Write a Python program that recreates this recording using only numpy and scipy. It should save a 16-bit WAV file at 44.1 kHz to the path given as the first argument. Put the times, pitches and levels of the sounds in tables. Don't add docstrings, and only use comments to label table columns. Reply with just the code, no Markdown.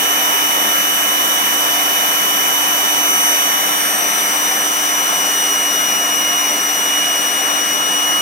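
import sys
import numpy as np
from scipy import signal
from scipy.fft import next_fast_len
from scipy.io import wavfile
from scipy.ndimage import uniform_filter1d

SR = 44100
rng = np.random.default_rng(int(sys.argv[2]) if len(sys.argv) > 2 else 0)


def to_wav(s):
    ch = np.atleast_2d(s).T
    pcm = np.round(np.clip(ch, -1, 1) * 32767)
    wavfile.write(sys.argv[1], SR, pcm.astype(np.int16))


N = 362061

BLADES = 10
RIPPLE_HZ = 120
TURN_START_S, TURN_END_S = 3.22, 4.37

# before_db, after_db, change_start_s, change_end_s
WHINE_LEFT = [(-33.5, -22.5, 4.66, 5.46), (-32, -22, 3.7, 4.2), (-31.5, -27, 6.7, 6.95),
              (-21.5, -43, 2.6, 8), (-29.3, -39, 2.5, 3.7)]
# before_db, after_db, change_start_s, change_end_s
WHINE_RIGHT = [(-18.5, -24, 3.08, 4.3), (-24, -29, 6.45, 7.8), (-29.5, -43, 2.8, 6.9),
               (-36.5, -50, 4.5, 7.9), (-46, -49, 3.0, 5.0)]
WHINE_LEADS = [(-2.5, 0.47), (4.5, -.6), (3.5, -0.37), (1.5, 1.36), (0.4, .9)]


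def whine(t, angle, flutter=0.045, skirt=0.048, fading_db=0.57):
    out = np.zeros((2, N))
    turned = ease(t, TURN_START_S, TURN_END_S)
    harmonics = zip(WHINE_LEFT, WHINE_RIGHT, WHINE_LEADS)
    for k, (left, right, (lead_before, lead_after)) in enumerate(harmonics, 1):
        tone = np.exp(1j * k * BLADES * angle)
        tone = tone * (1 + k * skirt * wander(width_hz=220))
        lead = lead_before + (lead_after - lead_before) * turned
        swell_db = swell(t, k)
        for side, (before_db, after_db, start, end) in enumerate([left, right]):
            db = before_db + ease(t, start, end, after_db - before_db) + swell_db[side]
            db += k * fading_db * turned * wander(width_hz=7.2).real
            sway = 1 + k * flutter * wander(width_hz=26)
            out[side] += gain_of(db) * (tone * sway * np.exp(-1j * side * lead)).real
    return np.sqrt(2) * out


# centre_s, length_s, harmonic, left_db, right_db
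SWELLS = [(3.2, 0.52, 1, 10, -1), (3.228, 0.41, 3, -2, 9.5), (3.248, 0.88, 2, 10, 4.5),
          (3.35, 0.77, 4, 2.5, 0), (3.57, .3, 5, 11, 0), (3.72, .4, 2, -4.5, -3.5), (3.867, 0.27, 3, -2, 8),
          (3.997, 0.43, 1, -17, -2.3), (5.38, .45, 3, -4, 10), (5.45, .35, 5, 8, 0),
          (5.48, 0.25, 2, -0.5, 4), (5.87, 0.28, 4, 8, -2), (6.255, 0.23, 1, -1, 4),
          (6.66, 0.35, 1, -5.5, -1), (6.78, 0.46, 4, 14, 6), (7.0, .32, 1, 0, 5), (8.147, 0.6, 1, 2, 5.5)]


def swell(t, harmonic):
    total_db = np.zeros((2, N))
    for centre, length, number, left_db, right_db in SWELLS:
        if round(number) == harmonic:
            bump = np.exp(-(2 * (t - centre) / length) ** 2)
            total_db += np.outer([left_db, right_db], bump)
    return total_db


# time_s, blade_pitch_hz (blades passing a second)
SPEED = [(0.6, 2966), (3.44, 2969), (4.24, 2949), (5.08, 2946), (5.69, 2922), (8.15, 2923)]


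def shaft_angle(t, jitter_rad=0.003, ripple_rad=0.0014):
    shaft_hz = follow(SPEED, t) / BLADES
    steady = 2 * np.pi * np.cumsum(shaft_hz) / SR
    jitter = jitter_rad * wander(width_hz=14).real
    ripple = ripple_rad * np.sin(2 * np.pi * RIPPLE_HZ * t)
    return steady + jitter + ripple


MOTOR_ORDERS = [1, 2.4, 3, 4.42, 6, 7.21, 8]
# left_db, right_db
MOTOR_LEVELS = [(-37.5, -37.5), (-40.5, -38), (-39, -38), (-30, -30.5), (-41, -49), (-45, -37.5),
                (-45, -54)]
# pitch_hz, likeness (-1 to 1)
LIKENESS = [(60, 0.91), (250, 1), (600, .97), (800, 0.83), (950, -.35), (1330, -.9), (1600, 0.42),
            (2100, 0.9), (3150, -0.13), (3950, -0.41), (5900, 0.55), (7850, -0.62), (9200, 0.043),
            (12500, 0.045)]


def motor(t, angle, hum_rough=0.14, rattle_rough=0.72):
    out = np.zeros((2, N))
    for multiple, levels_db in zip(MOTOR_ORDERS, MOTOR_LEVELS):
        rough = hum_rough if multiple == 1 else rattle_rough
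        tone = np.exp(1j * multiple * angle)
        tone = tone * (1 + rough * wander(width_hz=4.6)) / np.hypot(1, rough)
        start_hz = multiple * SPEED[0][1] / BLADES
        lead = np.arccos(np.clip(read(LIKENESS, start_hz), -1, 1))
        sides = np.array([tone, tone * np.exp(-1j * lead)]).real
        out += gain_of(levels_db)[:, None] * sides
    return np.sqrt(2) * out


# pitch_hz, level_db (per Hz)
AIR = [(30, -95), (110, -81), (185, -64), (560, -60.5), (900, -55.5), (1250, -50), (1550, -57.5),
       (2500, -57), (3150, -61.5), (4750, -70), (7000, -67), (10300, -63), (12600, -58.5), (15500, -64.5)]
# pitch_hz, width_hz, lift_db (negative dips)
HUMPS = [(205, 25.5, 3), (401, 70, 6), (496, 30, 3), (540, 32, 4.5), (605, 32, 5), (687, 39, 4.5),
         (771, 20, 8.5), (996, 93, 4.5), (1101, 54, 3), (1354, 75, 5.5), (1647, 100, 4), (1830, 68, 6),
         (2321, 260, 3.5), (3660, 294, 8), (5787, 1220, 12.5), (8140, 720, 8.5), (9410, 580, 5),
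         (10886, 330, 4), (11980, 330, 3.5), (14200, 300, -5), (14650, 220, 4)]
# pitch_hz, left_minus_right_db
SHADE = [(100, -0.5), (1400, 1), (2100, 2), (2450, 6.5), (3100, -1), (3800, -1), (5300, 0.5), (6400, -3),
         (8300, 1), (9200, -0.5), (10000, 21), (10800, 11), (12800, 15.5), (15300, 22)]


def air(t, patchy_db=0.96, buzz=0.057, sizzle_hz=13780, sizzle_width_hz=150, sizzle_db=2.6):
    noise = rng.standard_normal((2, N))
    hz, s, (a, b) = signal.stft(noise, SR, nperseg=4096, noverlap=3072)
    same = np.clip(read(LIKENESS, hz), -1, 1)[:, None]
    right = same * a + np.sqrt(1 - same ** 2) * b
    spectra = np.array([a, right * gain_of(-read(SHADE, hz))[:, None]])

    colour_db = read(AIR, hz)
    for centre_hz, width_hz, lift_db in HUMPS:
        colour_db = colour_db + lift_db / (1 + (2 * (hz - centre_hz) / width_hz) ** 2) ** 1.35

    roar_db = ease(s, start=3.4, end=6.7, change=-1.1)
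    hiss_db = ease(s, start=5.4, end=9, change=-3.2)
    roar_db = roar_db - roar_db.mean()
    hiss_db = hiss_db - hiss_db.mean()
    treble = np.clip((hz - 3500) / 6000, 0, 1)[:, None]
    above_bass = np.clip(hz / 1200, 0, 1)[:, None]
    flow_db = above_bass * (1 - treble) * roar_db + treble * hiss_db

    sizzle_band = np.exp(-((hz[:, None] - sizzle_hz) / sizzle_width_hz) ** 2)
    flow_db += sizzle_band * (sizzle_db + ease(s, start=5.2, end=8.0, change=4.6))

    patches = uniform_filter1d(rng.standard_normal(a.shape), size=50, axis=0)
    patches = evened(uniform_filter1d(patches, size=4, axis=1))
    level_db = colour_db[:, None] + flow_db + patchy_db * patches
    spectra = spectra * room_colour(hz)[..., None] * gain_of(level_db)
    rush = signal.istft(spectra, SR, nperseg=4096, noverlap=3072)[1][:, :N]
    rush = np.sqrt(SR / 2) * rush
    return rush * (1 + buzz * np.sin(2 * np.pi * RIPPLE_HZ * t))


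def room_colour(hz, wall_s=0.0102, wall=0.393, scatter=0.17, decay_s=0.028, count=40):
    delay_s = rng.uniform(0.00101, 0.03, (2, count))
    size = np.exp(-delay_s / decay_s) * rng.choice([-1, 1], delay_s.shape)
    size = scatter * size / np.linalg.norm(size, axis=1, keepdims=True)
    echoes = (size[..., None] * np.exp(-2j * np.pi * hz * delay_s[..., None])).sum(1)
    wall_delay_s = wall_s + np.array([[-0.00015], [0.00015]])
    echoes += wall * np.exp(-2j * np.pi * hz * wall_delay_s)
    reach = read([(1100, 0), (2000, 0.85), (5500, 1.64), (9500, 1.3), (14000, 0.12)], hz)
    comb = abs(1 + reach * echoes) / np.sqrt(1 + reach ** 2 * (wall ** 2 + scatter ** 2))
    return comb * gain_of(nodes(hz))


# pitch_hz, left_db, right_db
NODES = [(254, -2, -2), (376, -8, -6.5), (438, -6, -5.5), (562.6, -6.5, -3), (744, -0.5, -3.5),
         (856, -2.5, -13), (910, -10, -0.5), (975, -15, 1.5), (1081, -6.5, 8.5), (1087, 1, -6),
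         (1360, -8, 2.5), (1442, -13, -2), (1590, 0, -5)]


def nodes(hz, width_hz=26):
    total_db = np.zeros((2, len(hz)))
    for centre_hz, left_db, right_db in NODES:
        notch = np.exp(-(2 * (hz - centre_hz) / width_hz) ** 2 / 2)
        total_db += np.outer([left_db, right_db], notch)
    return total_db


def wander(width_hz):
    size = next_fast_len(N)
    hz = np.fft.fftfreq(size, 1 / SR)
    z = rng.standard_normal(size) + 1j * rng.standard_normal(size)
    return evened(np.fft.ifft(z / (1 + (hz / width_hz) ** 2))[:N])


def ease(t, start, end, change=1):
    u = np.clip((t - start) / (end - start), 0, 1)
    return change * np.sin(np.pi / 2 * u) ** 2


def gain_of(db):
    return 10 ** (np.asarray(db) / 20)


def evened(x):
    return x / np.sqrt(np.mean(abs(x) ** 2) + 1e-20)


def read(points, hz):
    f, value = np.transpose(points)
    return np.interp(np.log(hz + 1), np.log(f + 1), value)


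def follow(rows, t):
    return np.interp(t, *np.transpose(rows))


def scene():
    t = np.arange(N) / SR
    angle = shaft_angle(t)
    return whine(t, angle) + motor(t, angle) + air(t)


def record(dry, edge_hz=15800):
    low_pass = signal.firwin(801, edge_hz, window=("kaiser", 9), fs=SR)
    return signal.oaconvolve(dry, low_pass[None], "same")


dry = scene()
out = record(dry)
to_wav(out)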